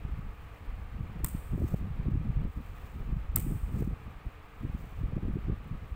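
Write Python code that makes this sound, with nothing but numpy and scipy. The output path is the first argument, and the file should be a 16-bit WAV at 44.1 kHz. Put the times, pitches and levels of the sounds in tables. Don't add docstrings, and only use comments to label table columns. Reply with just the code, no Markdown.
import sys
import numpy as np
from scipy import signal
from scipy.fft import rfft, irfft
from scipy.io import wavfile
from scipy.ndimage import uniform_filter1d

SR = 44100
rng = np.random.default_rng(int(sys.argv[2]) if len(sys.argv) > 2 else 0)


def undo_db(level):
    steps = np.asarray(level, float) / 20
    return 10 ** steps


def waveform_to_disk(signal):
    frames = np.transpose(np.atleast_2d(signal))
    scaled = np.clip(frames, -1, 1) * 32767
    samples = np.round(scaled).astype(np.int16)
    wavfile.write(sys.argv[1], SR, samples)


N = 262433


def rms_one(x):
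    return x / np.sqrt(np.mean(x ** 2) + 1e-20)


def coloured(x, spectrum):
    hz, db = np.transpose(spectrum)
    log_hz = np.log(np.arange(1, len(x) // 2 + 2) * SR / len(x))
    gain = undo_db(np.interp(log_hz, np.log(hz), db))
    return irfft(rfft(x) * gain, len(x))


def drift(rate_hz):
    r = np.exp(-2 * np.pi * rate_hz * 40 / SR)
    noise = rng.standard_normal(N // 40 + 2002)
    slow = signal.lfilter([1], [1, -2 * r, r * r], noise)[2000:]
    return np.interp(np.arange(N) / 40, np.arange(len(slow)), rms_one(slow))


def band(low_hz, high_hz, order=2):
    sos = signal.butter(order, [low_hz, high_hz], "band", fs=SR, output="sos")
    return rms_one(signal.sosfilt(sos, rng.standard_normal(N + SR))[SR:])


def background():
    # frequency in Hz, level in dB per Hz.
    hush_colour = [(88, -53), (150, -8), (264, -18), (302, -8), (333, -15), (421, -6), (501, 0),
                   (542, -3.5), (609, -6.5), (658, -3), (784, -1.5), (1140, -4.5), (2470, -8.5),
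                   (5820, -31), (15700, -38)]
    # frequency in Hz, width in Hz, level in dB.
    duct = [(434.7, 65, -67), (1155, 100, -66), (1262, 62, -68), (2396, 35, -79), (2486, 27, -81)]
    # frequency in Hz, level in dB (each tone peaks 3 dB below it).
    hum_tones = [(100, -60.5), (150, -69), (200, -66.5), (300, -62.5)]
    hush = undo_db(-57 + 0.7 * drift(9.6)) * rms_one(coloured(rng.standard_normal(N), hush_colour))
    vent = np.zeros(N)
    for hz, width, db in duct:
        vent += undo_db(db + 0.66 * drift(9.8)) * band(hz - width / 2, hz + width / 2)
    t = np.arange(N) / SR
    hum = sum(undo_db(db - 3) * np.sin(2 * np.pi * hz * t) for hz, db in hum_tones)
    return hush + vent + hum


def draught():
    # time in seconds, strength in dB.
    strength = [(0.0, -44.5), (0.2, -41.5), (0.46, -50.5), (1.14, -44), (1.36, -43), (1.59, -47),
                (1.77, -42), (2.29, -41), (2.6, -50), (2.98, -42.5), (3.3, -42.5), (3.86, -41.5),
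                (4.17, -50), (4.32, -55), (4.56, -51.5), (4.76, -46), (5.25, -40.5), (5.95, -47.5)]
    # start in seconds, length in seconds, level in dB.
    flurries = [(0.0, 0.3, -49), (0.637, 0.11, -46.5), (.95, 0.41, -45), (1.517, 0.36, -40),
                (1.964, 0.53, -40), (2.548, 0.067, -40.5), (2.933, 0.23, -44), (3.355, 0.26, -40.5),
                (3.669, 0.27, -39), (4.062, 0.086, -44.5), (4.254, 0.03, -48), (4.614, 0.21, -43),
                (4.836, 0.047, -43.5), (5.0, 0.34, -41.5), (5.457, 0.089, -43), (5.615, 0.15, -42.5),
                (5.8, 0.041, -60)]
    edge_s, lull_db = 0.03, -15.5
    t = np.arange(N) / SR
    level_db = np.interp(t, *np.transpose(strength))
    flurry = undo_db(level_db + lull_db)
    for start, length, db in flurries:
        inside_s = np.minimum(t - start, start + length - t)
        flurry += undo_db(db) * np.clip(inside_s / edge_s + 0.5, 0, 1)
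    lump = drift(23.7)
    slow = undo_db(level_db + 4.0 + 3.93 * lump) * band(18.7, 73.6)
    small = flurry * undo_db(-4.5 + 4.23 * lump + 0.88 * drift(23)) * band(84.7, 196.6)
    whip = flurry * undo_db(-32 + 2.0 * lump + 8.8 * drift(69.5)) * band(160, 460, order=3)
    return slow + small + whip


def eddies(table, cycles, lift_db):
    out, turns = np.zeros(N), rng.random(len(table))
    for (s, db, hz), turn in zip(table, turns):
        t = np.arange(int(2 * cycles * SR / hz)) / SR
        swell = np.sin(np.pi * t * hz / (2 * cycles)) ** 2
        swing = np.sin(2 * np.pi * (hz * t + turn)) * swell
        at = max(int(s * SR) - len(t) // 2, 0)
        out[at:at + len(t)] += (undo_db(db + lift_db) * swing)[:N - at]
    return out


def slaps():
    # centre in seconds, peak in dB, frequency in Hz.
    jabs = [(.052, -29, 128), (.194, -28, 128), (1.009, -27, 120), (1.161, -24.5, 116), (1.559, -21, 114),
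            (1.62, -25.5, 366), (1.743, -24, 440), (2.058, -33, 332), (2.255, -25, 136), (2.404, -25, 103),
            (3.169, -22, 114), (3.355, -22.5, 120), (3.421, -27, 110), (3.49, -24, 119), (3.52, -22, 142),
            (3.74, -31, 116), (3.81, -22, 140), (3.824, -29, 404), (3.876, -21, 163), (4.699, -26, 126.4),
            (4.748, -25, 143), (5.058, -33, 109), (5.125, -33, 350), (5.135, -25, 130), (5.178, -28, 380),
            (5.388, -26, 122)]
    # centre in seconds, peak in dB, frequency in Hz.
    heaves = [(0.691, -26.5, 38), (0.74, -27, 42.7), (0.953, -29, 48.3), (1.244, -19, 52), (1.356, -29, 48),
              (1.547, -26, 51.7), (1.636, -18.5, 58), (1.669, -27, 59.4), (1.736, -27, 50.5),
              (1.799, -37, 49), (1.837, -24, 43), (1.912, -22.5, 50), (1.997, -24, 52), (2.078, -27, 51),
              (2.143, -19.5, 52), (2.173, -35, 48), (2.297, -20, 53.3), (2.369, -18, 48.4),
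              (2.466, -29.5, 53.4), (2.575, -23.5, 49), (3.134, -21.5, 53), (3.201, -26, 45),
              (3.3, -22.5, 51), (3.393, -21.5, 54.7), (3.481, -26, 49.6), (3.805, -23, 60),
              (3.893, -26, 50), (4.272, -25, 50), (4.747, -22.5, 51.4), (5.499, -26, 45.6)]
    # centre in seconds, peak in dB, frequency in Hz.
    flicks = [(1.24, -31, 280), (1.352, -30, 240), (1.62, -55, 332), (1.635, -32, 287), (1.643, -23.5, 282),
              (1.746, -33, 293), (2.086, -23.5, 269), (2.136, -36, 290), (2.156, -27, 260),
              (3.128, -37.0, 297), (3.371, -35, 282), (3.384, -31, 274), (3.468, -26, 268),
              (3.52, -26, 260), (3.541, -40.5, 302), (3.809, -30, 293), (3.824, -23, 400),
              (3.876, -33.5, 306), (4.636, -32, 260), (4.651, -30.5, 280), (4.749, -37.0, 258),
              (5.035, -31, 279), (5.168, -27, 287), (5.179, -30, 342), (5.23, -33, 313), (5.286, -27, 290),
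              (5.358, -32, 296), (5.37, -26, 317), (5.487, -27.5, 282), (5.499, -27.5, 336)]
    # centre in seconds, peak in dB, frequency in Hz.
    single_slaps = [(1.248, -29, 114), (1.351, -25.5, 135), (1.62, -35, 112), (1.651, -24, 102),
                    (1.743, -20, 142), (1.91, -27.5, 110), (1.998, -28.5, 128), (2.064, -25.5, 133),
                    (2.087, -26, 135), (2.12, -23, 120), (2.152, -24.5, 113), (2.177, -26, 105),
                    (2.202, -29, 124), (2.298, -24.5, 114), (2.374, -24.5, 123), (2.45, -25.5, 114),
                    (3.131, -28.5, 138), (3.378, -35.5, 133), (3.451, -27, 134), (3.476, -27.5, 114),
                    (3.56, -31, 109), (3.825, -25.5, 134), (3.849, -28, 117), (4.651, -27.5, 97),
                    (5.017, -27, 113), (5.167, -24, 151), (5.359, -25.5, 130), (5.484, -28, 131),
                    (5.499, -23.5, 134), (5.716, -28, 118)]
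    big = eddies(heaves, cycles=0.98, lift_db=-2.9)
    sharp = eddies(single_slaps, cycles=1.05, lift_db=2.0)
    quick = eddies(flicks, cycles=1.633, lift_db=-2.37)
    abrupt = eddies(jabs, cycles=0.762, lift_db=-1.8)
    return big + sharp + quick + abrupt


def ring(clicks, modes):
    out = np.zeros(N)
    for k, (hz, db, t60) in enumerate(modes):
        r, w = undo_db(-60 / (t60 * SR)), 2 * np.pi * hz / SR
        ringing = signal.lfilter([0, np.sin(w)], [1, -2 * r * np.cos(w), r * r], clicks + 1e-18)
        out += (-1) ** k * undo_db(db) * ringing
    return out


def switch():
    # time in seconds, then shell,
    # spring and board strength in dB.
    contacts = [(.8366, -64, -58, -64), (1.2439, -36, -34, -41), (1.2444, -34, -25, -40),
                (1.2450, -27, -25, -35), (1.2455, -36, -14, -38), (1.2462, -24, -21, -35),
                (1.2468, -25, -26, -38), (1.2475, -32, -29, -36), (1.2482, -35, -32, -40),
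                (1.2489, -39, -33, -35), (1.2503, -48, -44, -43), (1.2555, -62, -57, -44),
                (1.3665, -58, -60, -46), (3.3590, -20, -21, -37), (3.3597, -20, -29, -39),
                (3.3603, -24, -18, -44), (3.3605, -20, -2.5, -44), (3.3619, -29, -23, -44),
                (3.3624, -30, -24, -44), (3.3634, -38, -26, -46), (3.3645, -41, -37, -44),
                (3.3656, -46, -35, -50), (3.3665, -47, -37, -44), (3.3692, -50, -46, -35),
                (3.3707, -56, -56, -37), (3.3765, -56, -56, -41), (1.2635, -60, -58, -42)]
    # frequency in Hz, level in dB, 60 dB decay in seconds.
    shell = [(4730, -22, 0.0013), (6300, -13.5, .0015), (7070, -8.5, 0.0033), (8530, 1, .005),
             (9130, -8.5, 0.0043), (10000, -6, 0.0025)]
    # frequency in Hz, level in dB, 60 dB decay in seconds.
    spring = [(11600, -21.5, 0.0011), (12700, -8.5, 0.0025), (13700, -1, .002), (14300, 3, .002),
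              (15430, -3.5, .002)]
    # frequency in Hz, level in dB, 60 dB decay in seconds.
    board = [(1187, 0.5, 0.006), (2070, -5, 0.0083), (3610, 3, 0.00053)]
    s, *strengths_db = np.transpose(contacts)
    signs = rng.choice([-1, 1], (3, len(s)))
    clicks = np.zeros((3, N))
    clicks[:, np.round(s * SR).astype(int)] = undo_db(strengths_db) * signs
    return ring(clicks[0], shell) + ring(clicks[1], spring) + ring(clicks[2], board)


def room():
    # time in seconds, level in dB.
    snaps = [
        (1.2461, -1),
        (3.3596, 2),
    ]
    # delay in seconds, level in dB, smear in seconds.
    first_echoes = [(.005, -46.5, .003), (.012, -57, .003), (0.0164, -39, .0013), (0.0214, -45.5, .0018),
                    (0.026, -42, .0015), (0.0384, -44, .002), (.043, -43.5, .002), (.053, -50.5, .002),
                    (0.066, -50.5, .003)]
    # frequency in Hz, level in dB per Hz.
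    near_walls = [(1200, -30), (2200, -7.5), (4100, -17), (5600, -19.5), (7000, -9.5), (8350, 0.5),
                  (9400, -3.5), (10800, -14), (12300, -8.5), (13700, 1), (15000, -0.5), (15900, -10)]
    # frequency in Hz, level in dB per Hz.
    far_walls = [(3000, -37), (5000, -13), (6300, -17.5), (7300, -9), (8430, 0), (9500, -17), (11300, -13),
                 (13500, -14), (15900, -1.5)]
    early_db, early_t60_s = -51.5, 0.93
    late_db, late_t60_s = -55, 1.54
    out, t = np.zeros(N), np.arange(SR) / SR
    echo_power = sum(undo_db(2 * db) * np.exp(-((t - s) / smear) ** 2) for s, db, smear in first_echoes)
    build = np.clip((t - 0.006) / 0.035, 0, 1)
    early = np.hypot(np.sqrt(echo_power), build * undo_db(early_db - 60 * t / early_t60_s))
    late = build * undo_db(late_db - 60 * t / late_t60_s)
    for s, db in snaps:
        near = rms_one(coloured(rng.standard_normal(SR), near_walls))
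        far = rms_one(coloured(rng.standard_normal(SR), far_walls))
        out[round(s * SR):][:SR] += undo_db(db) * (early * near + late * far)
    return out


def fingers():
    # loudest moment in seconds, level in dB, rise and fall in seconds.
    brushes = [
        (1.69, -68, 0.14, 0.13),
        (2.75, -82.5, 0.31, 0.44),
        (3.79, -65.5, 0.075, 0.087),
        (4.88, -83.5, 0.28, .2),
    ]
    # frequency in Hz, level in dB per Hz.
    skin = [(2350, -48), (4000, -10), (4830, -12), (5420, -11.5), (8220, -5), (10600, -14.5), (13900, -5),
            (15000, 0.5), (15700, -2.5)]
    t = np.arange(N) / SR
    level = undo_db(-80.5 + 0.8 * drift(2.8))
    for s, db, rise, fall in brushes:
        level += undo_db(db) * np.exp(-2 * ((t - s) / np.where(t < s, rise, fall)) ** 2)
    stutter = undo_db(8.5 + 1.95 * drift(70))
    return level * stutter * rms_one(coloured(rng.standard_normal(N), skin))


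def starved(x, blows, depth_db, split_hz):
    force = uniform_filter1d(np.abs(np.gradient(blows)), size=160)
    late = np.roll(force / force.max(), round(0.0093 * SR))
    high = signal.sosfiltfilt(signal.butter(2, split_hz, "high", fs=SR, output="sos"), x)
    loss_db = np.minimum(depth_db * late ** 1.5, 14)
    return x + high * (undo_db(-loss_db) - 1)


def scene():
    wind = slaps() + draught()
    faint = starved(background() + fingers(), wind, depth_db=23.5, split_hz=3400)
    top = signal.cheby2(20, 50, 16000, fs=SR, output="sos")
    snap_top = signal.cheby2(20, 50, 17000, fs=SR, output="sos")
    mix = signal.sosfilt(snap_top, switch()) + signal.sosfilt(top, wind + room() + faint)
    return mix[None]


def top_cut(x):
    return signal.sosfilt(signal.butter(12, 17000, fs=SR, output="sos"), x)


def record(dry):
    return top_cut(dry)


dry = scene()
out = record(dry)
waveform_to_disk(out)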